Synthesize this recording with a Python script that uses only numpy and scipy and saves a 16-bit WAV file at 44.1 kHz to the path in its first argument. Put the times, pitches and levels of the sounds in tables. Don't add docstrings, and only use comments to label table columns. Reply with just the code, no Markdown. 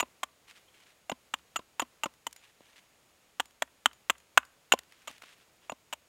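import sys
import numpy as np
from scipy import signal
from scipy.fft import rfft, irfft, next_fast_len
from scipy.io import wavfile
from scipy.ndimage import map_coordinates

SR = 44100
rng = np.random.default_rng(int(sys.argv[2]) if len(sys.argv) > 2 else 0)


def master(y):
    cut = np.clip(np.atleast_2d(y).T, -1, 1)
    pcm = np.round(cut * 32767)
    wavfile.write(sys.argv[1], SR, pcm.astype(np.int16))


N = 268128
T = np.arange(SR // 4) / SR
TOP_HZ = 15800

# t/s, level/dB, bite-to-snap/s, tearing/s, first stick mode f/Hz, second mode f/Hz,
# second mode gain/dB, boom/dB, knock/dB, brightness/dB
CHOPS = [ (0.0008, -24.5, .004, .009, 880, 2450, 4, -4, 0, 3.5),
         (0.2316, -28.5, .0028, .008, 1140, 3300, -4, -3, 1, 1),
         (1.0964, -32.3, .0014, .004, 830, 2700, 3, 7, 8, 1.5),
         (1.3384, -27.3, .0022, .005, 1080, 2860, 10, -2, -7, -3),
         (1.5594, -27.7, .0031, .010, 1340, 2860, 6, 0, -4, 0),
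         (1.7961, -26.3, .0008, .008, 1000, 2600, -1, -3, -2, -3),
         (2.0344, -27.8, .0008, .009, 880, 2900, 3, -7, -1, .5),
         (2.2672, -31.5, .002, .006, 920, 3050, 2, 6, 3, 7),
         (3.3986, -24.5, .0041, .007, 980, 3020, 4, -1, -3, -2),
         (3.6209, -24.5, .0021, .006, 1720, 3200, -1, 10, 3, .5),
         (3.8577, -16.8, .0013, .005, 1170, 3100, 7, 4, -8, 0),
         (4.0984, -19.8, .0044, .006, 1180, 2850, -1, -1.5, -1, -2),
         (4.3748, -11.2, .0028, .005, 1480, 2700, 0, -7, -2, -1.5),
         (4.7201, -16.8, .0029, .007, 1100, 2950, 8, -1, -9, -1.5),
         (5.0745, -38.8, .0045, .01, 1190, 3100, 1, 4, 2.5, 5),
         (5.6964, -35.3, .0009, .004, 700, 2720, 6, 5, 8, -7),
         (5.9268, -32.3, .005, .012, 900, 2850, 6, -5, 1, 2)]
# t/s, level/dB, time to take the weight/s, boom/dB, knock/dB, brightness/dB
LANDINGS = [ (0.027, -32.9, .002, -2, -3.5, -8), (1.1162, -32.5, .0035, 4, -4.5, -2),
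            (1.5905, -44.5, .0035, 5, 0, 1.5), (1.8182, -32.5, .005, 2, -5.5, 1.5),
            (2.0578, -32.2, .003, -3, -5.5, 0), (2.606, -56, .001, 3.5, 5, 3),
            (4.7358, -21.5, .0015, -5, 6.5, 2), (5.088, -52, .015, -2, 0, 6),
            (5.233, -55.5, .002, -1, -2, 4), (5.7195, -38, .0022, 8, 8, 5)]
# t/s, level of the tick/dB
PULLS = [(2.362, -53), (3.456, -58), (3.931, -58.5), (4.181, -61), (4.451, -60)]
# t/s, level/dB, brightness/dB (tick() adds 2 dB to it)
CHIPS = [(2.328, -50.5, -2), (4.7893, -43, -9), (4.922, -57, -13), (5.111, -54, -12), (5.18, -59, -12.5),
         (5.221, -50, -15), (5.238, -54, -21)]
# t of reaching full level/s, length/s, level/dB
RUBS = [(0.485, .03, -55), (0.558, .025, -59.5), (0.745, .09, -62.5), (0.868, .05, -64.5),
        (2.375, .13, -65.5), (2.442, .015, -57.5), (2.622, .11, -65), (2.767, .02, -56.5), (4.9, .16, -67),
        (5.085, .015, -52), (5.11, .05, -59), (5.225, .11, -58.5), (5.385, .04, -66), (5.62, .07, -70)]
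# t/s, f/Hz, level/dB
SQUEAK = (0.686, 3200, -59)

# f/Hz, level/dB
STICK_COLOUR = [(40, -38), (150, -35), (265, -9), (410, -12.5), (620, -2.5), (950, 0), (1250, 0),
                (1750, -4), (2200, -5.5), (3300, -5.5), (4700, -21.5), (5500, -18.5), (7400, -6.5),
                (9500, -21.5), (13000, -20.5), (15800, -28)]
# f/Hz, level/dB
STUMP_COLOUR = [(40, -38), (130, -19), (250, 3), (400, -4), (600, 2), (1100, 1), (1900, -11), (2900, -4),
                (4500, -17), (8000, -22), (16000, -34)]
# f/Hz, level/dB, time to fall 60 dB/s
STUMP_MODES = [(240, -1.5, .026), (305, -5, .027), (560, -4, .026), (1034, -2, .036)]
# f/Hz, level/dB, time to fall 60 dB/s
BLADE_MODES = [(1179, -7, .033), (2778, -1, .026), (4716, -26, .026), (6945, -5, .048), (7040, -11, .04),
               (8210, -19, .024), (13300, -23, .036)]
# f/Hz, level/dB
HELD_COLOUR = [(7000, -9), (13000, 0)]
TONE_HZ = [250, 620, 1300, 2900, 7000]
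# f/Hz, level/dB
CHIP_COLOUR = [(200, -20), (700, -6), (1500, -1), (4200, 0), (9000, 0), (16000, -10)]
# f/Hz, level/dB
RUB_COLOUR = [(200, -20), (700, -11), (1800, -1.5), (2900, 0), (4600, -9), (9000, -15), (16000, -28)]
# f/Hz, level/dB
TREES_COLOUR = [(100, -15), (500, -7), (1000, -1), (1700, -.5), (3000, -4), (6000, -14.5), (16000, -21)]
# f/Hz, level/dB
AIR_COLOUR = [(15, -40), (25, -7.5), (44, -8), (70, -3), (114, -3), (277, -5), (575, -3), (863, -6.5),
              (1130, -6.5), (1700, -8.5), (2410, -7.5), (6050, -14), (6920, -12.5), (16000, -21)]
# f/Hz, rms level/dB
WHINE = [(6697, -83), (13388, -95)]

SNAP_DB, SNAP_FALL_DB_PER_S = 14, 3000
TEAR_DB, TEAR_GROWTH_DB_PER_S = -10.5, 1300
FIRST_MODE_DB, FIRST_Q, SECOND_Q = 1, 6, 8
THROUGH_S = .05
FREE_RING_DB, HELD_RING_DB = -.5, -40
CRACK_SHARE = .4
PULL_BRIGHT_DB, PULL_RING_DB = -6, -4.5
CRUMB_CHANCE, CRUMB_SOON_S, CRUMB_LATE_S, CRUMB_DB, CRUMB_BRIGHT_DB = .35, .04, .13, -64, -12
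RUB_RISE_S, RUB_RELEASE_S, SLEEVE_DB, SLEEVE_T60_S = .015, .07, -14, .8


def chops():
    out = np.zeros(N)
    for s, db, gap, tear, first_hz, second_hz, second_db, *shade in CHOPS:
        snap_db = SNAP_DB - SNAP_FALL_DB_PER_S * gap
        tear_db = TEAR_DB + TEAR_GROWTH_DB_PER_S * tear
        contacts = push(0, width=.00002) + amp(snap_db) * push(gap, width=.000012)
        tearing = crackle(fade(t60=.016, hold=.85 * tear), spread=.6)
        force = contacts / np.hypot(1, amp(snap_db)) + amp(tear_db) * tearing
        first_mode = amp(FIRST_MODE_DB) * resonate(force, first_hz, FIRST_Q)
        second_mode = amp(second_db) * resonate(force, second_hz, SECOND_Q)
        wood = force + first_mode + second_mode
        add(out, s, amp(db) * burst(colour(wood, STICK_COLOUR, tone(*shade))))

        free = min([row[0] - s for row in LANDINGS if row[0] > s], default=1)
        steel = ring(BLADE_MODES, hold=.6 * tear, attack=.001, scatter_db=1)
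        steel = steel * fade(t60=.05, hold=free)
        if free < THROUGH_S:
            steel_ring = amp(db + FREE_RING_DB) * steel
        else:
            steel_ring = amp(HELD_RING_DB) * colour(steel, HELD_COLOUR)
        add(out, s + gap / 2, steel_ring)

        stump = ring(STUMP_MODES, hold=0, attack=.002, scatter_db=2.5)
        add(out, s + gap, amp(db - 27) * burst(stump))
        ground = ring([(66, 0, .35), (95, -9, .16)], hold=0, attack=.012, scatter_db=0.5)
        add(out, s, amp(.4 * db - 54.5) * ground)
    return out


def landings():
    out = np.zeros(N)
    for s, db, seat, *shade in LANDINGS:
        crushing = crackle(fade(t60=.02, hold=1.3 * seat), spread=.5)
        force = 1.5 * push(seat, width=.00016) + crushing
        knock = burst(colour(force, STUMP_COLOUR))
        stump = ring(STUMP_MODES, hold=0, attack=.001, scatter_db=1.0)
        add(knock, seat, amp(-5) * burst(stump))
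        add(out, s, amp(db) * burst(colour(knock, tone(*shade))))
    return out


def pulls():
    out = np.zeros(N)
    for s, db in PULLS:
        singing = ring([(6990, 0, .16)], hold=0, attack=.001, scatter_db=0)
        add(out, s, amp(db) * (tick(PULL_BRIGHT_DB) + amp(PULL_RING_DB) * singing))
    return out


def chips():
    out = np.zeros(N)
    for s, db, bright_db in CHIPS:
        add(out, s, amp(db) * tick(bright_db))
    for (s, *_), (luck, flight) in zip(CHOPS, rng.random((len(CHOPS), 2))):
        fall = CRUMB_SOON_S + flight * (CRUMB_LATE_S - CRUMB_SOON_S)
        crumb = amp(CRUMB_DB) * tick(CRUMB_BRIGHT_DB)
        add(out, s + fall, (luck < CRUMB_CHANCE) * crumb)
    return out


def handling():
    t = np.arange(N) / SR
    effort = np.sqrt(sum((amp(db) * stroke(t - s, length)) ** 2 for s, length, db in RUBS))
    catches = amp(1.2 * wobble(60) + 2.5 * wobble(500))
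    friction = catches * crackle(np.ones(N), spread=.9)
    rub = effort * unit(colour(friction, RUB_COLOUR))
    s, hz, db = SQUEAK
    swell = np.exp(-((t - s) / .006) ** 2)
    squeak = swell * np.sin(2 * np.pi * np.cumsum(hz + 90 * wobble(400)) / SR)
    return rub + amp(db) * squeak


def trees(x):
    logs = crackle(fade(t60=.09) * (1 - np.exp(-T / .01)), spread=.3)
    tail = crackle(fade(t60=.42) * (1 - np.exp(-T / .006)), spread=.45)
    trunk = amp(-38) * click(.0543)
    near = colour(amp(-32.8) * logs, [(100, -8), (1200, 0), (3000, -3), (7000, -2), (16000, 0)])
    far = colour(amp(-36) * tail + trunk, TREES_COLOUR)
    return signal.fftconvolve(x, near + far)[:N]


def background():
    air = amp(-66.5 + .5 * wobble(3)) * unit(colour(rng.standard_normal(N), AIR_COLOUR))
    whine = np.zeros(N)
    for hz, db in WHINE:
        phase = 2 * np.pi * np.cumsum(hz + 22 * wobble(120)) / SR
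        whine += amp(db) * np.sqrt(2) * np.sin(phase)
    return air + whine


def push(s, width):
    since = np.maximum(T - s, 0)
    pulse = since * np.exp(-since / width)
    return pulse / (pulse.sum() + 1e-20)


def crackle(envelope, spread):
    size = np.exp(spread * np.clip(rng.standard_normal(len(envelope)), -2, 2))
    x = envelope * size * rng.standard_normal(len(envelope))
    return x / np.linalg.norm(x)


def resonate(x, hz, q):
    return signal.lfilter(*signal.iirpeak(hz, q, SR), x)


def ring(modes, hold, attack, scatter_db):
    waves = np.zeros(len(T))
    for hz, db, t60 in modes:
        strength = amp(db + rng.normal(0, scatter_db))
        waves += strength * fade(t60, hold) * np.sin(2 * np.pi * (hz * T + rng.random()))
    return waves * (1 - np.exp(-T / attack))


def tick(bright_db):
    grains = crackle(fade(t60=.012, hold=.002), spread=.8)
    return burst(colour(grains, CHIP_COLOUR, [(2500, 0), (7000, bright_db + 2)]))


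def stroke(t, length):
    rise = np.clip(1 + t / RUB_RISE_S, 0, 1)
    after = np.maximum(t - length, 0)
    release = amp(-60 * after / RUB_RELEASE_S)
    sleeve = amp(SLEEVE_DB - 60 * after / SLEEVE_T60_S)
    return rise * np.maximum(release, sleeve)


def tone(boom_db, knock_db, bright_db):
    return list(zip(TONE_HZ, [boom_db, knock_db, 0, CRACK_SHARE * bright_db, bright_db]))


def colour(x, *spectra):
    size = 2 * next_fast_len(len(x))
    log_hz = np.log(np.fft.rfftfreq(size, 1 / SR) + 1)
    db = sum(np.interp(log_hz, np.log([p[0] for p in s]), [p[1] for p in s]) for s in spectra)
    cepstrum = irfft(np.log(amp(db)))[:size // 2]
    cepstrum[1:] *= 2
    return irfft(rfft(x, size) * np.exp(rfft(cepstrum, size)))[:len(x)]


def fade(t60, hold=0):
    return amp(-60 * np.maximum(T - hold, 0) / t60)


def click(s):
    return signal.unit_impulse(len(T), max(0, round(s * SR)))


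def wobble(rate):
    points = rng.standard_normal(int(N * rate / SR) + 4)
    return map_coordinates(points, [np.arange(N) * rate / SR])


def amp(db):
    return 10 ** (np.asarray(db) / 20)


def unit(x):
    return x / np.sqrt(np.mean(x ** 2) + 1e-20)


def burst(x):
    return x * np.sqrt(SR / 100 / (np.sum(x ** 2) + 1e-20))


def add(track, s, sound):
    start = max(0, round(s * SR))
    track[start:start + len(sound)] += sound[:max(0, len(track) - start)]


def scene():
    work = chops() + landings() + pulls() + chips() + handling()
    return np.tile(work + trees(work) + background(), (2, 1))


def record(dry):
    clipped = np.clip(dry, -1, 1)
    low_pass = signal.cheby1(16, .1, TOP_HZ, fs=SR, output="sos")
    return signal.sosfilt(low_pass, clipped)


dry = scene()
out = record(dry)
master(out)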